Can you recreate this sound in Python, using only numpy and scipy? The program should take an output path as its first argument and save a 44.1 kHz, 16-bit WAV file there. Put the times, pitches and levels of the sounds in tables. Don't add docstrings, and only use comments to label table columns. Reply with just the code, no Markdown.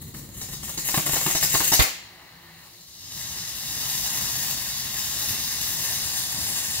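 import sys
import numpy as np
from scipy import signal
from scipy.fft import rfft, irfft, next_fast_len
from scipy.io import wavfile
from scipy.ndimage import uniform_filter1d, map_coordinates

SR = 44100
rng = np.random.default_rng(int(sys.argv[2]) if len(sys.argv) > 2 else 0)


def unload_wav(signal):
    wavfile.write(
        sys.argv[1],
        SR,
        np.round(np.clip(np.atleast_2d(signal).T, -1, 1) * 32767).astype(np.int16),
    )


def undo_db(level):
    steps = np.asarray(level, float) / 20
    return 10 ** steps


N = 299880


def unit(x):
    return x / np.sqrt(np.mean(x ** 2) + 1e-20)


def along(points, hz):
    f, v = np.transpose(points)
    return np.interp(np.log(hz + 1), np.log(f + 1), v)


def curves(rows):
    s, *columns = np.transpose(rows)
    t = np.arange(N) / SR
    return np.array([np.interp(t, s, column) for column in columns])


def wobble(rate):
    coarse = np.arange(0, N + 32, 32)
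    knots = rng.standard_normal(int(N * rate / SR) + 4)
    return np.interp(np.arange(N), coarse, map_coordinates(knots, [coarse * rate / SR]))


def filtered(x, response):
    m = next_fast_len(N + SR // 2)
    return irfft(rfft(x, m) * response(np.fft.rfftfreq(m, 1 / SR)), m)[..., :N]


def add_at(out, s, sound):
    out[:, round(s * SR):][:, :sound.shape[1]] += sound


def noise(colour, patchy_db):
    z = signal.stft(rng.standard_normal(N), nperseg=512)[2]
    field = uniform_filter1d(rng.standard_normal(z.shape), 8, 0)
    field = uniform_filter1d(field, 10, 1)
    patchy = signal.istft(z * undo_db(patchy_db * unit(field)), nperseg=512)[1][:N]
    return unit(filtered(patchy, lambda hz: undo_db(along(colour, hz))))


# (frequency [Hz], level [dB per Hz])
YARD_COLOUR = [(18, -37), (30, -11), (173, -19), (481, -4), (625, -7), (1200, -11), (1520, -24),
               (1880, -30), (2440, -33), (4120, 4.5), (5350, -11), (7720, -28), (8570, -28), (15600, -6.5)]


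def yard():
    hum_colour = [(130, -40), (165, 9), (182, -1), (240, -35), (330, -33), (348, 7.0), (370, -21.5)]
    hum = noise(hum_colour, patchy_db=1.0)
    air = np.array([noise(YARD_COLOUR, patchy_db=3.0), noise(YARD_COLOUR, patchy_db=1.0)])
    return undo_db(-51.5) * air + undo_db(-57.5) * hum


# (frequency [Hz], 60 dB decay time [s])
TREE_DECAY = [(60, 0.043), (300, 0.32), (1200, 0.37), (3000, 0.67), (6000, 0.5), (12000, 0.28)]
# (frequency [Hz], level [dB])
TREE_SCATTER = [(60, -16), (300, -4.5), (1500, -3.5), (5000, 1), (12000, -0.5)]


def trees(x):
    hz, t, z = signal.stft(rng.standard_normal((2, 2, SR * 3 // 5)), SR, nperseg=256)
    fall = undo_db(-60 * t / along(TREE_DECAY, hz)[:, None])
    fall *= undo_db(along(TREE_SCATTER, hz))[:, None] / np.linalg.norm(fall, axis=1, keepdims=True)
    stirred = (hz > 7400)[:, None]
    far = np.pad(x, (260, 0))[:N]

    tails = signal.istft(z * fall * ~stirred, SR, nperseg=256)[1] / np.sqrt(128)
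    turn = 1.6 * np.arange(N) / SR
    sent = (far * [np.cos(turn), np.sin(turn)])[:, None]
    trunks = signal.fftconvolve(sent, tails, axes=2).sum(0)[:, :N]

    power = np.abs(signal.stft(far, nperseg=256)[2]) ** 2
    power = np.abs(signal.fftconvolve(power, fall ** 2 * stirred, axes=1))[:, :power.shape[1]]
    fresh = signal.stft(rng.standard_normal((2, N)), nperseg=256)[2]
    fresh = fresh / np.sqrt(np.mean(np.abs(fresh) ** 2))
    leaves = signal.istft(np.sqrt(power) * fresh, nperseg=256)[1][:, :N]
    return trunks + leaves


# (time [s], right port lag [samples])
PORT_LAG = [
    (0, 4.25),
    (5.2, 3.31),
    (6.8, 4.8),
]
# (frequency [Hz], level [dB])
BOUNCE_COLOUR = [(200, -8.5), (2000, -6), (4000, -4), (7000, -4), (8500, -7), (15000, -9)]
# (time [s], left delay [ms], right delay [ms])
BOUNCE_DELAY = [(0.2, 1.03, 0.99), (0.7, 1.06, 1.02), (1.6, 1.07, 1.04), (2.3, 1.04, 1.0),
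                (3.4, 1.06, 1.04), (4.4, 1.09, 1.08), (5.6, 1.07, 1.045), (6.5, 1.09, 1.07)]


def ports(x):
    def delayed(v, samples):
        return map_coordinates(v, [np.arange(N) - samples], order=3, mode="nearest")

    lag = curves(PORT_LAG) * [[0], [1]]
    bounced = filtered(x, lambda hz: undo_db(along(BOUNCE_COLOUR, hz)))
    return delayed(x, lag) + delayed(bounced, lag + curves(BOUNCE_DELAY) * SR / 1000)


# (time [s], peak level [dB], left-right difference [dB])
POPS = [
    (1.7935, -6, 2),
    (1.7995, -9, 5),
    (1.8403, -8, 4),
]
# (frequency [Hz], level [dB])
BLOW_OUT_COLOUR = [(150, -4), (500, 0), (1200, 1), (2500, 1), (5000, -4.5), (9000, -41), (15000, -22)]


def pop():
    out, t = np.zeros((2, N)), np.arange(SR // 5) / SR
    wave = np.sin(2 * np.pi * 1700 * t + 0.5) * np.exp(-t / 0.00045)
    for s, db, pan_db in POPS:
        gain = undo_db(db + np.array([[0.5], [-0.5]]) * pan_db)
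        add_at(out, s, gain * [[1], [-1]] * wave)
    out[:, 47:] += undo_db(-4) * out[:, :-47].copy()

    rush = np.array([noise(BLOW_OUT_COLOUR, patchy_db=2.5), noise(BLOW_OUT_COLOUR, patchy_db=5.5)])[:, :len(t)]
    rush *= undo_db(-14) * (1 - np.exp(-t / 0.003)) * np.exp(-t / 0.033)
    swing = 2 * np.pi * 60 * (t - 0.0036)
    rush[1] += undo_db(-11) * (np.cos(swing) + 0.4 * np.cos(2 * swing)) * np.exp(-(t / 0.027) ** 4)
    rush[1] -= undo_db(-9) * np.exp(-t / 0.0009)
    add_at(out, POPS[0][0], rush)
    return out


# (time [s], peak level [dB], thud level [dB], fizz level [dB])
CHUFFS = [(0.14, -37.5, -3, 5), (0.411, -30, -20, 9), (0.487, -35.5, -6, 5), (0.527, -34, -10, 11.5),
          (0.628, -33, -5, 11.5), (0.677, -34, -6, 2), (0.69, -34, -15.5, 3), (0.774, -27, -2, 7),
          (0.886, -20.5, -14, 5), (0.941, -14, -7.5, -7), (0.974, -18.5, -3, -12), (1.063, -17, -9.5, -2),
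          (1.09, -21.5, -11, -7), (1.131, -20, -9.5, -2), (1.155, -12.5, -25, -6), (1.207, -23, -24, 4),
          (1.261, -15.5, -4, -2), (1.299, -28, -21, 1), (1.349, -16, -13, 5), (1.427, -19, -14, 1),
          (1.434, -25.5, -24, 7), (1.54, -12, -10.5, 4.5), (1.602, -12, -16, -7), (1.717, -11, -12, 4),
          (1.731, -20, -22, 5)]
# burst, thud, fizz [s]
CHUFF_LENGTH = [0.018, 0.017, 0.04]
# (frequency [Hz], level [dB])
BURST_COLOUR = [(200, -1), (400, 5.5), (900, 3.5), (2000, 1.5), (4000, -5), (8000, -19), (15000, -3)]
THUD_COLOUR = [(30, -23.5), (70, -19.5), (165, 5), (250, -17), (350, 0.5), (480, -22)]
FIZZ_COLOUR = [(2500, -13), (4000, 6), (7000, 6), (8300, 0.5), (13000, -7.5), (15700, -1.5)]


def chuffs():
    t = np.arange(SR // 6) / SR
    levels = np.zeros((3, N))
    rise = 1 - np.exp(-t / 0.00095)
    shape = rise * np.exp(-(t / np.array(CHUFF_LENGTH)[:, None]) ** 1.53)
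    for s, db, thud_db, fizz_db in CHUFFS:
        parts_db = np.array([[-7], [thud_db - 1.0], [fizz_db - 13.5]])
        add_at(levels, s, undo_db(db + parts_db) * shape)
    ragged = unit(undo_db(4.1 * wobble(250)))
    burst = ragged * noise(BURST_COLOUR, patchy_db=0.5)
    thud = noise(THUD_COLOUR, patchy_db=1.0)
    fizz = noise(FIZZ_COLOUR, patchy_db=-3.5)
    return np.sum(levels * [burst, thud, fizz], axis=0)


def flame(burn, bands):
    full_db, grows = np.transpose(bands)[..., None]
    full_burn_db = -31
    return full_db + grows * (curves(burn) - full_burn_db)


BAND_EDGES = (300, 2700, 8200)


def jet(bands_db, colour, flicker_db, flutter_db, spit_db):
    grains = undo_db(5.9 * np.minimum(rng.exponential(1, N), 1.8))
    grains = grains * (rng.random(N) < 700 / SR) * rng.standard_normal(N)
    spit = unit(filtered(grains, lambda hz: undo_db(along(colour, hz))))
    gas = noise(colour, patchy_db=1.03) + undo_db(spit_db) * spit

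    def splits(hz):
        below = [1 / (1 + (hz / edge) ** 8) for edge in BAND_EDGES]
        return np.diff([0 * hz, *below, 1 + 0 * hz], axis=0)

    bands = filtered(gas, splits)
    flicker = flicker_db * wobble(12)
    flutter = flutter_db * (wobble(35) + 1.1 * wobble(90))
    flame_db = flicker + flutter * [[0.6], [0.8], [1.1], [1.5]]
    return sum(undo_db(db + 0.5 * wobble(14)) * unit(band) for db, band in zip(bands_db + flame_db, bands))


# (time [s], burn strength [dB])
STARTER_BURN = [
    (0, -53),
    (0.3, -52),
    (0.45, -42),
    (0.615, -46),
    (0.64, -41),
    (0.95, -32.5),
    (1.035, -34.5),
    (1.14, -30.5),
    (1.78, -28.5),
]
# (level at full burn [dB], growth [dB per dB of burn])
STARTER_BANDS = [(-46, -0.1), (-50, 0.5), (-34.5, 1.07), (-29.5, 0.95)]
# (frequency [Hz], level [dB per Hz])
STARTER_COLOUR = [(18, -44), (30, -10.5), (160, 0), (225, -10), (351, -1.5), (548, 15.5), (625, 6.5),
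                  (1520, 4), (1880, 3.5), (2380, -10), (2780, -15), (5210, -24), (7140, -9.5), (8800, -19),
                  (15600, -13.5)]


def starter():
    t = np.arange(N) / SR
    alight = undo_db(-np.clip(t - 1.825, 0, 1) * 1400)
    bands_db = flame(STARTER_BURN, STARTER_BANDS)
    return alight * jet(bands_db, STARTER_COLOUR, flicker_db=0.78, flutter_db=2.22, spit_db=-4.0)


# (time [s], burn strength [dB])
MAIN_BURN = [(2.42, -65), (2.7, -55.5), (2.98, -45.5), (3.17, -35), (3.3, -34.5), (3.44, -35),
             (3.76, -32.5), (3.86, -30.5), (4.5, -31), (4.66, -33.5), (4.9, -31.5), (5.12, -31.5),
             (5.3, -30), (5.52, -32.5), (5.68, -30.5), (6.3, -31.5), (6.5, -30), (6.8, -31.5)]
# (level at full burn [dB], growth [dB per dB of burn])
MAIN_BANDS = [(-46.5, 0.97), (-43.5, 1.52), (-35, 1.04), (-33, 2.17)]
# (frequency [Hz], level [dB per Hz])
MAIN_COLOUR = [(18, -42), (30, -18), (59, -1), (123, 1.5), (469, -12.5), (521, -11), (1140, -11),
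               (1410, -10.5), (1830, -7.5), (2380, -9.5), (3910, -0.5), (7320, 0), (8130, -7), (13400, -7),
               (15600, -7)]
# rumble, body, hiss, sizzle level [dB]
EMBERS = [-61.5, -52.5, -70, -67]


def main_charge():
    t = np.arange(N) / SR
    lit = np.clip((t - 1.8) / 0.059, 0, 1)
    sag_db_per_s, embers_out_s, fade_db_per_s = 5, 2.635, 83
    cooled_db = sag_db_per_s * (t - 2) + fade_db_per_s * np.clip(t - embers_out_s, 0, None)
    gains = undo_db(flame(MAIN_BURN, MAIN_BANDS)) + undo_db(np.array(EMBERS)[:, None] - cooled_db)
    early_sizzle_s, early_sizzle_rise_s = 2.43, 0.22
    gains[3] += undo_db(-57.5) * np.clip((t - early_sizzle_s) / early_sizzle_rise_s, 0, 1)
    bands_db = 20 * np.log10(gains)
    return lit * jet(bands_db, MAIN_COLOUR, flicker_db=-0.58, flutter_db=0.67, spit_db=-8.5)


# (frequency [Hz], left-right difference [dB])
PORT_LEAN = [(60, 7), (95, -3.5), (150, 2), (240, 0.5), (380, 0.5), (600, -1.5), (950, 2.5), (1500, 0),
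             (2380, 2.5), (3770, -0.5), (5980, 3), (9470, 3), (15000, 6)]


def scene():
    flare, blast = starter() + main_charge() + chuffs(), pop()
    heard = ports(flare) + trees(flare + 0.53 * blast[0]) + yard()
    leaned = filtered(heard, lambda hz: undo_db(along(PORT_LEAN, hz) * [[0.5], [-0.5]]))
    return leaned + blast


def band_limit(x):
    return signal.sosfilt(signal.butter(12, 16900, fs=SR, output="sos"), x)


def record(dry):
    mix = filtered(dry, lambda hz: hz < 15750)
    return band_limit(mix)


dry = scene()
out = record(dry)
unload_wav(out)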